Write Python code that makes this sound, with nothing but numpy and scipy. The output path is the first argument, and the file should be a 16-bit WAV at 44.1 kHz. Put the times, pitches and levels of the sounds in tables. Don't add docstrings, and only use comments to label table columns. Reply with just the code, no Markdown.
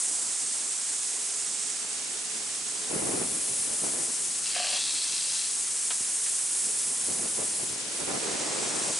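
import sys
import numpy as np
from scipy import signal
from scipy.fft import rfft, irfft, next_fast_len
from scipy.io import wavfile
from scipy.ndimage import uniform_filter1d

SR = 44100
rng = np.random.default_rng(int(sys.argv[2]) if len(sys.argv) > 2 else 0)


def master(y):
    cut = np.clip(np.atleast_2d(y).T, -1, 1)
    pcm = np.round(cut * 32767)
    wavfile.write(sys.argv[1], SR, pcm.astype(np.int16))


N = 396459

# time in seconds, level in dB, treble tilt in dB per 0.37 octave above 8 kHz, left over right in dB.
STREAM_CUES = [(0.0, -26, -1.5, -1.5), (0.3, -28.5, -2.5, -2), (1.3, -30, -0.7, -2), (1.6, -29, -5, -3.5),
               (1.9, -33.5, -0.5, -2), (2.895, -32.5, -0.5, -1.5), (2.91, -34, 7, -0.5),
               (3.2, -32.5, 6.5, 0.5), (3.5, -31, 6, 0), (4.3, -29.5, 2, 1), (4.6, -30.5, -0.5, 0.5),
               (5.4, -29.5, 0.8, 0.5), (6.6, -28.5, 3.5, -1), (7.62, -31.5, 5, 0.5), (7.85, -36, 0.6, 1),
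               (8.0, -34.5, 5, -2), (8.5, -32, -3.5, -0.5), (8.99, -28.5, -1.4, 0.5)]
# frequency in Hz, relative level in dB.
STREAM_TONE = [(410, -49), (700, -19.5), (1060, -17.5), (1480, -16.5), (1820, -15.5), (4020, -13),
               (6750, -5.5), (7240, -4.5), (8310, -1), (9990, -6), (11000, -11), (14200, -69),
               (22000, -120)]
# frequency in Hz, left-right likeness (1 is mono).
STREAM_IMAGE = [(700, 0.92), (2500, 0.65), (5200, 0.82), (11000, 0.95)]
# pitch in Hz, width in Hz, gain in dB, bare bottom's share from 0 to 1.
CUP_MODES = [(572, 60, -10, 0.9), (724, 34, -6, 1), (1160, 75, -13.5, 0.82), (1640, 120, -8, 0.97),
             (2720, 230, -3.5, 0.55), (3220, 140, 0, 0.65), (4090, 280, -1.5, 0.29), (4700, 280, 2.5, 0.3),
             (5130, 1440, 1, 0.04)]
# time in seconds, strength in dB.
BOTTOM_HITS = [(4.563, -23), (4.599, -23), (4.623, -30), (4.646, -30), (4.673, -38), (4.694, -45),
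               (4.754, -49)]
# start in seconds, level in dB,
# decay in seconds, low edge in Hz, high edge in Hz.
BURSTS = [(4.458, -31, .003, 2000, 6000), (4.547, -30, .005, 2000, 6000), (5.901, -35, .022, 2600, 5200),
          (5.905, -36.5, .022, 650, 2400), (6.004, -45, .014, 120, 450), (6.26, -39, .024, 1200, 4500)]
# start in seconds, hold in seconds, level in dB, tilt in dB per octave.
GUST_CUES = [(2.913, .32, -32.5, -0.3), (3.26, .14, -41, -2), (3.5, .09, -43.5, -2),
             (3.68, 0.056, -41.5, -1.5), (3.838, 0.042, -35.5, -0.2), (3.93, .1, -41.5, 1),
             (4.08, .02, -43, .1), (6.658, .05, -47.5, -0.3), (7.08, .18, -39, -1), (7.381, .05, -36, -0.5),
             (7.592, 0.048, -40, 0.1), (7.7, 0.037, -43, -4), (7.994, .04, -36, -0.5),
             (8.081, 0.092, -34, 0.9), (8.231, .12, -35.5, 1), (8.37, .55, -37.5, 2)]
# time in seconds, level in dB.
BREEZE_LEVELS = [(0, -64), (2.895, -60), (2.91, -46), (4.2, -51.5), (5.9, -56.5), (6.5, -60), (7.05, -48),
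                 (8.99, -46)]
# frequency in Hz, relative level in dB.
WIND_TONE = [(20, -35), (43, -25), (75, -14), (150, -5), (260, -1), (420, 0), (620, -3.5), (900, -8),
             (1400, -15.5), (2500, -17), (3600, -51)]
# frequency in Hz, left-right likeness (1 is mono).
WIND_IMAGE = [(60, .78), (130, .72), (270, .45), (600, -.15), (1200, 0), (2500, .2)]
# time in seconds, drone level in dB,
# housing resonance level in dB.
CONVEYOR_LEVELS = [(0, -50.5, -77), (1.0, -55.5, -60.5), (2.5, -49.5, -56.5), (4.4, -56, -65),
                   (5, -63, -78), (6.2, -56, -60.5), (8.99, -46.5, -82)]
# frequency in Hz, relative level in dB.
CONVEYOR_TONE = [(12, -63), (20, -33), (54, -24), (225, -3), (360, -2.5), (431, -4), (715, -4.5),
                 (1500, -12), (1950, -23), (3300, -120)]

ENTER_S, BOTTOM_S, COVERED_S, FULL_S = 4.46, 4.565, 4.77, 5.45
FULL_FADE_DB_PER_S = 110
TURN_AWAY_S, TURN_LENGTH_S = 7.81, 0.56


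def grain_stream():
    level_db, treble_db, pan_db = automation(STREAM_CUES)
    away, = automation([(TURN_AWAY_S, 0), (TURN_AWAY_S + TURN_LENGTH_S, 1)])
    drop_db = -29 - level_db
    body_db = -2.5 + 1.08 * drop_db + 4.5 * away
    surge_db = 0.5 * drift(40)

    def gain_db(hz):
        octaves = np.log2(hz / 8000)
        tilt_db = treble_db * octaves / .37 if octaves > 0 else body_db * min(-octaves, 1)
        return level_db + tilt_db + surge_db + 0.5 * drift(24)
    hits = np.array([clicks(17000, spread_db=2) for _ in range(2)])
    scatter_db = 0.87 * drop_db
    hiss = coloured(hits, STREAM_TONE, STREAM_IMAGE, np.geomspace(800, 11000, 10), gain_db, scatter_db)
    return panned(hiss, pan_db)


def cup():
    walls = from_db(envelope_db(ENTER_S, FULL_S, -39, rise=500, sag=4, fade=FULL_FADE_DB_PER_S))
    bottom = from_db(envelope_db(BOTTOM_S, COVERED_S, -39.5, rise=500, sag=27, fade=350))
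    hits_per_s, = automation([(ENTER_S, 400), (COVERED_S, 1450)])
    rattle = rms_one(clicks(hits_per_s, spread_db=-0.5))
    lone_hits = np.zeros(N)
    for start, strength_db in BOTTOM_HITS:
        lone_hits[round(start * SR)] = from_db(strength_db)
    out = air_column(rattle)
    for k, (hz, width_hz, mode_db, bottom_share) in enumerate(CUP_MODES):
        uneven = from_db(4.25 * rng.standard_normal(N))
        patter = rattle * uneven * ((1 - bottom_share) * walls + bottom_share * bottom)
        damping = np.pi * width_hz / SR
        drive = patter / np.sqrt(damping) + bottom_share * lone_hits / (2 * damping)
        out += (-1) ** k * from_db(mode_db) * resonance(drive, hz, width_hz)
    return out


def air_column(rattle):
    start_hz, climb_hz_per_s, width_hz, block = 2700, 3500, 710, 128
    hz = start_hz + climb_hz_per_s * np.maximum(np.arange(N) / SR - BOTTOM_S, 0)
    level_db = envelope_db(COVERED_S, FULL_S, -38.5, rise=32, sag=25, fade=FULL_FADE_DB_PER_S)
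    ring, state = np.zeros(N), np.zeros(2)
    for i in range(round(ENTER_S * SR), round((FULL_S + .2) * SR), block):
        span = slice(i, i + block)
        ring[span], state = signal.lfilter([1, 0, -1], poles(hz[i], width_hz), rattle[span], zi=state)
    return from_db(level_db) * ring / ring[ring != 0].std()


def spills_and_puff():
    out = np.zeros(N)
    t = np.arange(round(.15 * SR)) / SR
    for start, level_db, decay_s, low_hz, high_hz in BURSTS:
        band = signal.butter(2, [low_hz, high_hz], "band", fs=SR, output="sos")
        burst = rms_one(signal.sosfilt(band, rng.standard_normal(len(t))))
        shape = (1 - np.exp(-t / 0.00061)) * np.exp(-(t / decay_s) ** 2)
        out[round(start * SR):][:len(t)] += from_db(level_db) * burst * shape
    return out


def wind():
    level_db, = automation(BREEZE_LEVELS)
    tilt = np.full(N, -1.5)
    for start, hold, top_db, gust_tilt in GUST_CUES:
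        gust_db = envelope_db(start, start + hold, top_db, rise=600, sag=0, fade=300)
        tilt = np.where(gust_db > level_db, gust_tilt, tilt)
        level_db = np.maximum(gust_db, level_db)
    tilt = uniform_filter1d(tilt, size=900)
    jolt_db = 1.3 * drift(60)
    eddies = np.array([clicks(2500, spread_db=2.5) for _ in range(2)])
    return coloured(eddies, WIND_TONE, WIND_IMAGE, np.geomspace(60, 1600, 4),
                    lambda hz: level_db + tilt * np.log2(hz / 250) + jolt_db + 0.91 * drift(36))


def conveyor():
    drone_db, housing_db = automation(CONVEYOR_LEVELS)
    image = [(60, 1.0), (400, 1.0), (1500, 0.44)]
    drone = coloured(rng.standard_normal((2, N)), CONVEYOR_TONE, image, [100, 400, 1200],
                     lambda hz: drone_db + 2 * drift(5.4))
    housing = rng.standard_normal(N)
    for _ in range(2):
        housing = resonance(housing, hz=424.8, width_hz=21.5)
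    return drone + from_db(housing_db) * rms_one(housing)


def from_db(db):
    return 10 ** (np.asarray(db) / 20)


def rms_one(x):
    return x / np.sqrt(np.mean(x ** 2) + 1e-20)


def automation(rows):
    times, *columns = np.transpose(rows)
    return [np.interp(np.arange(N) / SR, times, column) for column in columns]


def envelope_db(start, end, top_db, rise, sag, fade):
    t = np.arange(N) / SR
    attack_db = top_db - rise * np.maximum(start - t, 0)
    return attack_db - sag * np.clip(t - start, 0, end - start) - fade * np.maximum(t - end, 0)


def drift(rate_hz):
    step, settle = 40, 2000
    r = np.exp(-2 * np.pi * rate_hz * step / SR)
    slow = signal.lfilter([1], [1, -2 * r, r * r], rng.standard_normal(N // step + settle + 2))[settle:]
    return np.interp(np.arange(N) / step, np.arange(len(slow)), rms_one(slow))


def clicks(per_s, spread_db):
    sizes = from_db(spread_db * np.minimum(rng.exponential(1, N), 3.5)) * rng.choice([-1, 1], N)
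    return sizes * (rng.random(N) < per_s / SR)


def poles(hz, width_hz):
    r = np.exp(-np.pi * width_hz / SR)
    return [1, -2 * r * np.cos(2 * np.pi * hz / SR), r * r]


def resonance(x, hz, width_hz):
    feedback = poles(hz, width_hz)
    return signal.lfilter(np.array([1, 0, -1]) * (1 - feedback[2]) / 2, feedback, x + 1e-18)


def at_hz(points, hz):
    knots_hz, values = np.transpose(points)
    return np.interp(np.log(hz), np.log(knots_hz), values)


def coloured(pair, tone, image, centres_hz, gain_db, side_db=0):
    size = next_fast_len(N)
    hz = np.maximum(np.arange(size // 2 + 1) * SR / size, 1)
    alike = np.clip(at_hz(image, hz), -1, 1)
    spectra = rfft(pair, size) * from_db(at_hz(tone, hz)) * np.sqrt([1 + alike, 1 - alike])
    spectra /= np.sqrt(np.mean(irfft(spectra, size) ** 2) * 2)
    position = np.interp(np.log(hz), np.log(centres_hz), np.arange(len(centres_hz)))
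    mid_side = np.zeros((2, N))
    for k, centre in enumerate(centres_hz):
        band = np.maximum(1 - abs(position - k), 0)
        mid_side += irfft(spectra * band, size)[:, :N] * from_db(gain_db(centre))
    mid, side = mid_side
    return mid + from_db(side_db) * side * [[1], [-1]]


def panned(x, pan_db):
    return x * from_db(np.array([pan_db, -pan_db]) / 2)


def scene():
    return grain_stream() + wind() + conveyor() + panned(cup() + spills_and_puff(), np.full(N, 1.0))


def record(dry):
    ceiling, cutoff_hz = .3, 11010
    rounded = ceiling * np.tanh(dry / ceiling)
    return signal.sosfilt(signal.ellip(12, .3, 75, cutoff_hz, fs=SR, output="sos"), rounded)


dry = scene()
out = record(dry)
master(out)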